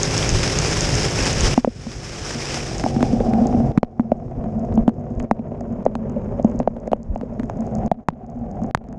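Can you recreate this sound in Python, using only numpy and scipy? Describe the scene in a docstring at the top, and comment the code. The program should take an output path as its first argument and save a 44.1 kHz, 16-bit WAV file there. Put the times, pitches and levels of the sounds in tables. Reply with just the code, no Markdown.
"""Water drops crack and plop on a camera's microphone port: skin crack, splat, air plop, film boom.
The camera rides on a small motorcycle in a downpour. Rain and tyre spray hiss (coloured noise) until
a water film seals the port; then the ride is muffled and the film booms under fine rain.
Case ticks (ringing modes), an engine hum (sines) and wind (low noise) complete the mix.
Strong drops make the camera's limiter duck everything; it recovers slowly."""
import sys
import numpy as np
from scipy import signal
from scipy.fft import rfft, irfft, next_fast_len
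from scipy.io import wavfile
from scipy.ndimage import uniform_filter1d

SR = 44100
rng = np.random.default_rng(int(sys.argv[2]) if len(sys.argv) > 2 else 0)


def wav_out(sig):
    """Save sig, one row per channel (or a flat mono array), as 16-bit PCM at SR to the path in sys.argv[1]."""
    wavfile.write(sys.argv[1], SR, np.round(np.clip(np.atleast_2d(sig).T, -1, 1) * 32767).astype(np.int16))


N = 396018
TIME = np.arange(N) / SR


def from_db(db):
    """Decibels to gain."""
    return 10 ** (np.asarray(db) / 20)


def rms_one(x):
    """Scale to rms 1."""
    return x / np.sqrt(np.mean(x ** 2) + 1e-20)


def in_time(rows):
    """Interpolate a (t, value) curve at every sample."""
    t, value = np.transpose(rows)
    return np.interp(TIME, t, value)


def drift(rate_hz):
    """Lowpassed noise of rms 1 with corner rate_hz, computed at SR / 40."""
    step, settle = 40, 2000
    r = np.exp(-2 * np.pi * rate_hz * step / SR)
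    noise = rng.standard_normal(N // step + 2 + settle)
    slow = signal.lfilter([1], [1, -2 * r, r * r], noise)[settle:]
    return np.interp(np.arange(N) / step, np.arange(len(slow)), rms_one(slow))


def bandpass(x, order, band_hz):
    """Butterworth bandpass."""
    return signal.sosfilt(signal.butter(order, band_hz, "band", fs=SR, output="sos"), x)


def coloured(x, spectrum):
    """Shape a white signal by a spectrum, interpolated over log f; rms 1."""
    hz, level_db = np.transpose(spectrum)
    size = next_fast_len(N)
    bins_hz = np.maximum(np.arange(size // 2 + 1) * SR / size, 1)
    gain = from_db(np.interp(np.log(bins_hz), np.log(hz), level_db, right=-120))
    return rms_one(irfft(rfft(x, size) * gain, size)[:N])


def ring(clicks, modes):
    """A unit click sets each mode (f/Hz, level/dB, t60/s) ringing as a dying sine."""
    out = 0
    for hz, level_db, t60_s in modes:
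        r = from_db(-60 / (t60_s * SR))
        w = 2 * np.pi * hz / SR
        resonator = [0, np.sin(w)], [1, -2 * r * np.cos(w), r * r]
        out = out + from_db(level_db) * signal.lfilter(*resonator, clicks + 1e-18)  # avoids denormals
    return out


def gliding_ring(x, hz, width_hz):
    """A resonance whose centre moves: shift to 0 Hz, lowpass, shift back; rms 1."""
    turn = np.exp(2j * np.pi * np.cumsum(hz) / SR)
    pole = np.exp(-np.pi * width_hz / SR)
    return rms_one((turn * signal.lfilter([1], [1, -pole], x / turn)).imag)


def rainfall(per_s, spread_db):
    """Random impacts of either sign, exponentially spread in dB; rms 1."""
    sizes = from_db(spread_db * np.minimum(rng.exponential(1, N), 4.5))
    signs = rng.choice([-1, 1], N)
    return rms_one(sizes * signs * (rng.random(N) < per_s / SR))


FLOOD_START_S, FLOOD_TAU_S = 2.57, 0.95


def seal(t_s):
    """How far the water film has closed the port, 0 to 1: exponential approach as it floods."""
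    return 1 - np.exp(-np.maximum(t_s - FLOOD_START_S, 0) / FLOOD_TAU_S)


# lesser drops from the start of flooding: rate, then mean peak, plop pitch, film ring re plop
SMALL_DROPS_PER_S, SMALL_DROP_DB, SMALL_PLOP_HZ, SMALL_RING_DB = 6.1, -25, 590, 0


def small_drops(rise_cycles=0.6, crack_hz=2100, crack_db=-19, film_hz=235):
    """Lesser drops land at random, exponentially spaced; rows as in PORT_DROPS."""
    chance = rng.standard_normal((60, 6))
    gaps = (chance[:, 0] ** 2 + chance[:, 1] ** 2) / 2  # exponential, mean 1
    times_s = FLOOD_START_S + np.cumsum(gaps) / SMALL_DROPS_PER_S
    rows = []
    for s, (size, pitch, boom, hardness) in zip(times_s, chance[:, 2:]):
        if s < TIME[-1]:
            rows.append((s, SMALL_DROP_DB + 2 * size, SMALL_PLOP_HZ * 2 ** (pitch / 4), rise_cycles,
                         crack_hz * 2 ** (pitch / 5), crack_db + 5 * hardness,
                         film_hz, SMALL_RING_DB + 4 * boom))
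    return rows


CRACK_T60_S = 0.0012
SPLAT_DB, CRACK_SPLAT_DB, SPLAT_BAND_HZ = -30, -14, (900, 2500)  # re plop, re crack
PUSH_DB, PUSH_PEAK_S = -23, .006  # re plop

# modes of the camera case, also played by case(): f/Hz, level/dB (relative), t60/s
CASE_MODES = [(5200, 0, 0.00098), (6560, -5.5, 0.0072), (7230, -5, 0.0038), (8340, -3.5, 0.0026)]
# drops on the port: t/s, peak level/dB before the limiter, plop f/Hz, plop rise/cycles,
# crack f/Hz, crack level/dB re plop, film f/Hz, film ring level/dB re plop
PORT_DROPS = [(1.577, 10.5, 715, 1.14, 1890, -8, 243, 6), (1.647, 17.5, 530, 0.4, 1700, -20, 253, -14),
              (1.6742, 12.5, 515, 1.45, 2000, -28, 234, 4.5), (1.868, -8, 525, 0.51, 2100, -36, 225, 5.5),
              (2.353, -16, 520, 0.55, 2100, -70.5, 235, 11), (2.839, -9, 740, 2, 2040, 7.5, 272, 7),
              (2.862, -4.5, 710, 1.4, 2100, -22.5, 232, -5), (2.964, -9.5, 605, 0.34, 1200, -2, 226, 14),
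              (3.007, -15.5, 940, 0.73, 1600, 4, 238, 8), (3.028, -7.5, 600, 0.67, 1900, -1, 258, -1.5),
              (3.131, -4.5, 480, 0.86, 2120, -31, 235, 10), (3.203, -7.5, 495, 1.6, 2300, -8, 228, -1),
              (3.336, -16.5, 695, 1.1, 2300, 7.5, 242, 10.5), (3.456, -8, 500, 0.63, 2100, -25, 236, 17),
              (3.547, -7.5, 299, 0.54, 2100, -31, 232, 7), (3.603, -12.5, 520, 0.49, 2100, -27, 242, 4),
              (3.776, 11, 810, 0.52, 1870, -1.5, 213, 15), (3.831, 29.5, 510, 0.42, 1680, -18, 240, -2.5),
              (3.996, 10.5, 607, 0.38, 1350, -22, 237, 8), (4.006, -11, 700, 1.1, 2200, -3, 245, 3),
              (4.118, 12.5, 615, 1.37, 1910, -25, 227, -1), (4.441, -13.5, 604, 0.58, 2315, -9, 247.7, 4.5),
              (4.725, -16.5, 604, 0.48, 2650, -11, 240, 5.5), (4.776, -3.5, 650, 0.8, 1090, -27, 231, 5.5),
              (4.879, 11.5, 610, 0.73, 1770, -11, 233.5, 8.5), (4.893, -4.5, 700, 1, 1900, -2, 234, 8),
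              (5.107, -12, 534, 0.69, 2100, -22, 240, 10), (5.201, -14, 845, 0.36, 2260, 24, 240, -5),
              (5.3118, 15, 704, 0.69, 1880, -13.5, 223, -2.5), (5.393, -4, 560, 1.1, 2010, -18, 228, 6),
              (5.518, -8, 576, 1.1, 2000, -29, 240, -3.5), (5.609, -12.5, 670, 2.3, 2000, -10, 240, -15),
              (5.854, -5, 594, 1.2, 2000, -19, 240, -5), (5.8635, 10, 568, 0.79, 1480, -32, 243, -11.5),
              (5.9534, -3.5, 750, 0.81, 1840, -3, 239, -1.5), (6.1, -7.5, 560, 0.8, 2100, -24, 232, 17),
              (6.162, -10.5, 567, 3.5, 2000, -34, 245, -12), (6.548, -8, 570, 0.66, 2100, -22, 232, 26),
              (6.396, -5, 600, 1.3, 2186, -34, 240, -4), (6.4461, 4.5, 605, 1.1, 1520, -35, 218, 10.5),
              (6.601, -5, 590, 0.72, 1490, -21, 248, -4), (6.675, 12, 620, 0.89, 1550, -37, 214, -8.5),
              (6.766, -11.5, 606, 1.5, 2200, -11, 238, -1), (6.876, -5, 590, 1.4, 2130, -16, 240, -7),
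              (6.917, 6.5, 600, 1.4, 2000, -12, 231, 1), (6.9316, 15, 600, 0.75, 2000, -17, 260, -15),
              (7.159, -3, 670, 1.1, 2100, -19, 248, -8), (7.212, -12.5, 636, 0.75, 2200, -5.5, 237, 3),
              (7.231, -5, 480, 1.6, 2090, -30, 224, 1), (7.397, -7.5, 780, 0.38, 2180, 0.5, 243, 11),
              (7.433, -13, 655, 0.88, 2210, 3, 242, 13.5), (7.498, -8, 657, 0.59, 2120, -17, 243, -16),
              (7.833, -22, 636, 0.87, 2100, -18, 242, 12), (7.915, 26, 697, 1.5, 2000, -14.5, 188, -1),
              (8.0856, 31.5, 850, 0.96, 1700, -3.5, 167, 1), (8.126, -5, 560, 0.91, 2100, -22, 243, 16),
              (8.232, -10, 560, 0.71, 2100, -22, 230, 14), (8.461, -13.5, 560, 1.5, 2000, -21, 238, 0),
              (8.618, -14.5, 565, 0.66, 2000, -17, 236, -1), (8.643, -7, 560, 0.49, 2100, -18, 218, 11),
              (8.7484, 40.5, 755, 0.48, 1830, -1.5, 131, -1.5),
              (8.841, -21.5, 550, 0.79, 1980, -1, 240, -5), (8.887, -10, 520, 0.51, 2100, 1, 243, 16),
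              (8.928, -16, 670, 0.66, 2120, 10.5, 243, 15)]


def port_drops(film_decay_s=0.012, film_damping=0.3, film_rise_s=0.0014, contact_s=0.00008,
               hardening=0.01, mix_db=2, case_db=-7, splat_s=0.0012):
    """Contact cracks and splats on water and case, squeezed air plops, the pushed film rings out."""
    out = np.zeros(N)
    age = TIME[:SR // 10]
    for s, peak_db, plop_hz, rise_cycles, crack_hz, crack_db, film_hz, ring_db in (
            list(PORT_DROPS) + small_drops()):
        # each hit: own mix of case modes; stronger drops: shorter, brighter contact
        modes = [(crack_hz, 0, CRACK_T60_S)]
        for hz, db, t60_s in CASE_MODES:
            modes.append((hz, db + case_db + mix_db * rng.standard_normal(), t60_s))
        contact = age * np.exp(-age / contact_s * from_db(hardening * peak_db))
        crack = ring(contact, modes)
        crack = from_db(crack_db) * crack / np.abs(crack).max()

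        splat = rms_one(bandpass(rng.standard_normal(len(age)), 2, SPLAT_BAND_HZ))
        splat_gain = from_db(SPLAT_DB) + from_db(CRACK_SPLAT_DB + crack_db)
        splat = splat_gain * splat * np.exp(-age / splat_s)

        cycles = plop_hz * age
        rise = cycles / rise_cycles
        plop = (rise * np.exp(1 - rise)) ** 2 * np.sin(2 * np.pi * cycles)

        # hard drops tear the film: it knocks instead of ringing
        decay_s = film_decay_s * from_db(-film_damping * max(peak_db, 0))
        boom_shape = (1 - np.exp(-age / film_rise_s)) * np.exp(-age / decay_s)
        boom = from_db(ring_db) * boom_shape * np.sin(2 * np.pi * film_hz * age)
        push = from_db(PUSH_DB) * age / PUSH_PEAK_S * np.exp(1 - age / PUSH_PEAK_S)

        hit = plop + splat + push + boom - crack
        hit = from_db(peak_db) * hit / np.abs(hit).max()
        start = round(s * SR)
        out[start:start + len(age)] += hit[:N - start]
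    return out


WETTED_S, WET_DRAIN_TAU_S = 1.6, 0.59  # first wetting
SPRAY_DB, WET_LOSS_DB, SEALED_LOSS_DB = -24, 9.5, 43.5  # open port, losses to water
SPIT_DB, SPIT_T60_CYCLES, SPIT_RANGE_HZ = -16, 34, (2300, 8060)  # dB re hiss before colouring

# spectrum of rain and tyre spray: f/Hz, level/dB (relative, per Hz)
SPRAY_SPECTRUM = [(120, -1.5), (200, -5.5), (300, 6.5), (600, 4), (1000, -0.5), (2400, -1.5), (4300, -7.5),
                  (5200, 3), (6500, -3.5), (8000, -10.5), (10000, -21), (12500, -36), (13500, -50)]


def spray(flicker_db=1.18):
    """Road splashes merge into a hiss; nearer ones crackle and spit. Water on the port muffles it."""
    wet = (TIME > WETTED_S) * np.exp(-np.abs(TIME - WETTED_S) / WET_DRAIN_TAU_S)
    level_db = SPRAY_DB - WET_LOSS_DB * wet - SEALED_LOSS_DB * seal(TIME)
    level_db = level_db + 1.5 * drift(11) + flicker_db * drift(90)
    crackle = from_db(-9) * rainfall(per_s=380, spread_db=4)
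    splashes = rainfall(per_s=300, spread_db=3.5)
    pitches_hz = np.geomspace(*SPIT_RANGE_HZ, 14)
    dealt = rng.integers(0, len(pitches_hz), N)  # one pitch per splash
    spits = 0
    for k, hz in enumerate(pitches_hz):
        spits = spits + ring(splashes * (dealt == k), [(hz, 0, SPIT_T60_CYCLES / hz)])
    grain = rng.standard_normal(N) + crackle + from_db(SPIT_DB) * rms_one(spits)
    return from_db(level_db) * coloured(grain, SPRAY_SPECTRUM)


BOOM_DB, PATTER_DB = -19, -29.5  # before RAIN_ON_FILM and skin gain
FILM_HZ, FILM_WIDTH_HZ, FILM_WAVER_HZ = 229, 13, 8  # boom; wavers as the water shifts (rms)
FILM_RING_DB, FILM_RING_WIDTH_HZ = -30, 120  # upper ring, part of the patter
FILM_COMPLETE_AT = 0.5  # share of the seal from which the film rings fully

# how hard rain beats on the film: t/s, level/dB (boom; the patter takes half the dB)
RAIN_ON_FILM = [(2.7, -7), (3.4, -1), (3.7, -1), (4.3, -3.5), (5.7, -1), (6.45, 0.5), (7.1, -5.5),
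                (7.6, -4), (7.85, 1.5), (8.3, -5), (8.65, 1), (8.98, -0.5)]
# upper ring, sinks as water gathers, rises as it runs off: t/s, f/Hz
FILM_RING_HZ = [(2.8, 794), (3.6, 766), (4.5, 708), (5.6, 646), (6.3, 582), (7.2, 620), (7.8, 758),
                (8.98, 735)]
# spectrum of the patter: f/Hz, level/dB (relative, per Hz)
PATTER_SPECTRUM = [(150, -30), (300, -0.5), (400, 1), (540, -0.5), (750, 1), (930, -3), (1200, -13.5),
                   (1600, -20.5), (2300, -27), (3100, -35.5), (4300, -47), (6600, -55), (10000, -61)]


def film():
    """Fine rain patters on the water over the port and keeps it booming in lumps."""
    skin = np.minimum(seal(TIME) / FILM_COMPLETE_AT, 1)
    rain_db = in_time(RAIN_ON_FILM)
    impacts = rainfall(per_s=1900, spread_db=3)
    lumps = drift(14)
    boom_hz = FILM_HZ + FILM_WAVER_HZ * drift(5)
    boom = from_db(BOOM_DB) * gliding_ring(impacts * from_db(3.8 * lumps), boom_hz, FILM_WIDTH_HZ)
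    pats = coloured(impacts * from_db(1.2 * lumps + 1.8 * drift(30)), PATTER_SPECTRUM)
    upper_ring = gliding_ring(pats, in_time(FILM_RING_HZ), FILM_RING_WIDTH_HZ)
    patter = from_db(PATTER_DB) * pats + from_db(FILM_RING_DB) * upper_ring
    return skin * from_db(rain_db) * boom + np.sqrt(skin) * from_db(.5 * rain_db) * patter


STRAY_TICKS_DB, SPRINKLE_DB = -78, -77.5  # click rms into the modes at full seal
TICK_BAND_HZ = (4700, 7400)

# loudest drops on the case: t/s, click level/dB (relative)
CASE_TICKS = [(0.032, -3.5), (0.179, -7.5), (0.292, -7.5), (0.588, -8), (.742, -16), (0.808, -7),
              (0.953, -9.5), (1.256, -14), (1.33, -15), (1.408, -12), (2.782, -16), (3.47, -24.5),
              (4.595, -37), (4.65, -41), (4.741, -39), (4.755, -35), (5.104, -43), (5.197, -28),
              (5.227, -33), (5.608, -29), (5.727, -44), (5.853, -24), (6.097, -34.5), (6.427, -32),
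              (6.446, -30.5), (6.56, -41), (6.591, -28), (6.801, -39), (6.874, -30), (7.031, -30),
              (7.152, -33), (7.177, -34), (7.44, -40), (7.498, -30), (7.572, -39), (7.607, -32),
              (7.667, -35), (7.752, -27), (7.785, -39), (7.862, -35), (8.265, -39), (8.3, -34),
              (8.514, -34), (8.636, -31), (8.887, -33), (8.927, -31)]


def case():
    """Small hard drops tick on the case, each with its own mode mix; strays top a fine sprinkle."""
    clicks = np.zeros(N)
    for s, level_db in CASE_TICKS:
        clicks[round(s * SR)] = from_db(level_db + 2)
    strays = from_db(STRAY_TICKS_DB) * rainfall(per_s=50, spread_db=4)
    sprinkle = from_db(SPRINKLE_DB) * rainfall(per_s=760, spread_db=0)
    clicks = clicks + np.sqrt(seal(TIME)) * (sprinkle + strays)
    ticks = 0
    for mode in CASE_MODES:
        ticks = ticks + ring(clicks * from_db(2 * rng.standard_normal(N)), [mode])
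    return bandpass(ticks, 3, TICK_BAND_HZ)


ENGINE_FLUTTER_DB, ENGINE_BLUR_TURNS = 2.6, .011  # rms

# crank speed, the bike eases off, then gathers speed: t/s, f/Hz
CRANK_HZ = [(0, 52.3), (.3, 52.7), (.5, 52.1), (.85, 53), (1.8, 49.2), (2.3, 47.7), (2.8, 47.3),
            (3.7, 44.5), (4.1, 45.6), (4.7, 47.6), (5.1, 49.1), (5.5, 50.2), (5.9, 50.4), (6.9, 52.7),
            (7.3, 53.2), (7.8, 54.3), (8.5, 55.4), (8.98, 55.8)]
# engine loudness: t/s, level/dB
ENGINE_LEVEL = [(0, -26), (1.5, -28), (2.6, -29), (4, -26.5), (5.15, -24.5), (7, -32.5), (8.98, -26.5)]
# engine note: multiple of crank speed, level/dB (relative)
ENGINE_PARTIALS = [(2, 5), (3, 6), (4, -0.5), (5, 0.5), (6, -6), (7, 0), (8, 1.5), (9, -4.5), (10, -0.5),
                   (11, -2), (12, -13), (13, -12.5), (14, -9), (15, -5)]


def engine():
    """Single cylinder: crank multiples flutter in level and phase, the higher the more blurred."""
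    crank_hz = in_time(CRANK_HZ) * (1 + .003 * drift(10))
    turns = np.cumsum(crank_hz) / SR
    note = 0
    for multiple, db in ENGINE_PARTIALS:
        blurred_turns = turns + ENGINE_BLUR_TURNS * drift(9)
        level = from_db(db + ENGINE_FLUTTER_DB * drift(7))
        note = note + level * np.sin(2 * np.pi * (multiple * blurred_turns + rng.random()))
    return from_db(in_time(ENGINE_LEVEL)) * rms_one(note)


# head wind: t/s, level/dB (before flutter)
WIND_LEVEL = [(0, -25), (1.7, -22), (2.3, -30), (3, -25.5), (6.3, -25.5), (7.6, -26), (8.98, -21)]
# air buffets on the port: t/s, level/dB (relative), Gaussian half length/s
BUFFETS = [(.35, -16.5, .03), (1.45, -18.5, .05), (4.42, -22, .04), (4.78, -22, .05), (5.19, -18.5, .02),
           (7.11, -12, .025)]
# spectra of head wind and buffets: f/Hz, level/dB (relative, per Hz)
WIND_SPECTRUM = [(12, -15.5), (28, -1.5), (50, 4.5), (80, -5), (120, 2.5), (170, -5), (260, -12.5),
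                 (500, -22), (1200, -48)]
BUFFET_SPECTRUM = [(12, -5), (35, 1.5), (110, -12.5), (250, -22), (600, -40)]


def wind():
    """Lumpy turbulence at the port; buffets thump at its lowest pitches."""
    level_db = in_time(WIND_LEVEL) + 2 * drift(33)
    turbulence = from_db(level_db) * coloured(rng.standard_normal(N), WIND_SPECTRUM)
    swell = 0
    for s, db, half_s in BUFFETS:
        swell = swell + from_db(db + 3.5) * np.exp(-.5 * ((TIME - s) / half_s) ** 2)
    return turbulence + swell * coloured(rng.standard_normal(N), BUFFET_SPECTRUM)


def scene():
    """Everything meets at one microphone."""
    return (port_drops() + spray() + film() + case() + engine() + wind())[None]


LIMIT, DEEPEST_SLOW_GAIN = .9, .055
BLOCK_S, FIRST_BLOCK_S, RECOVERY_PER_S = .032, .007, .65  # recovery: gain per s


def limiter(x):
    """Blockwise gain: snaps down a block ahead of a peak, creeps back on a straight ramp."""
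    edges_s = np.arange(FIRST_BLOCK_S, TIME[-1], BLOCK_S)
    starts = np.append(0, np.round(edges_s * SR).astype(int))
    peaks = np.maximum.reduceat(np.abs(x[0]), starts)
    allowed = LIMIT / np.maximum(peaks, LIMIT)
    held = np.minimum(allowed, np.append(allowed[1:], 1))
    ramp = RECOVERY_PER_S * starts / SR
    # gain below DEEPEST_SLOW_GAIN returns to it at once
    slow = np.minimum.accumulate(np.maximum(held, DEEPEST_SLOW_GAIN) - ramp) + ramp
    gain = np.repeat(np.minimum(held, slow), np.diff(starts, append=N))
    return x * uniform_filter1d(gain, size=5)


OFFSET, LOW_CUT_HZ, CUTOFF_HZ = .035, 18, 14500


def record(dry):
    """Limit with a small offset, so that gain steps click; then cut bottom and top."""
    limited = limiter(dry + OFFSET) - OFFSET
    limited = signal.sosfilt(signal.butter(1, LOW_CUT_HZ, "high", fs=SR, output="sos"), limited)
    return signal.sosfilt(signal.cheby2(12, 70, CUTOFF_HZ, fs=SR, output="sos"), limited)


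dry = scene()
out = record(dry)
wav_out(out)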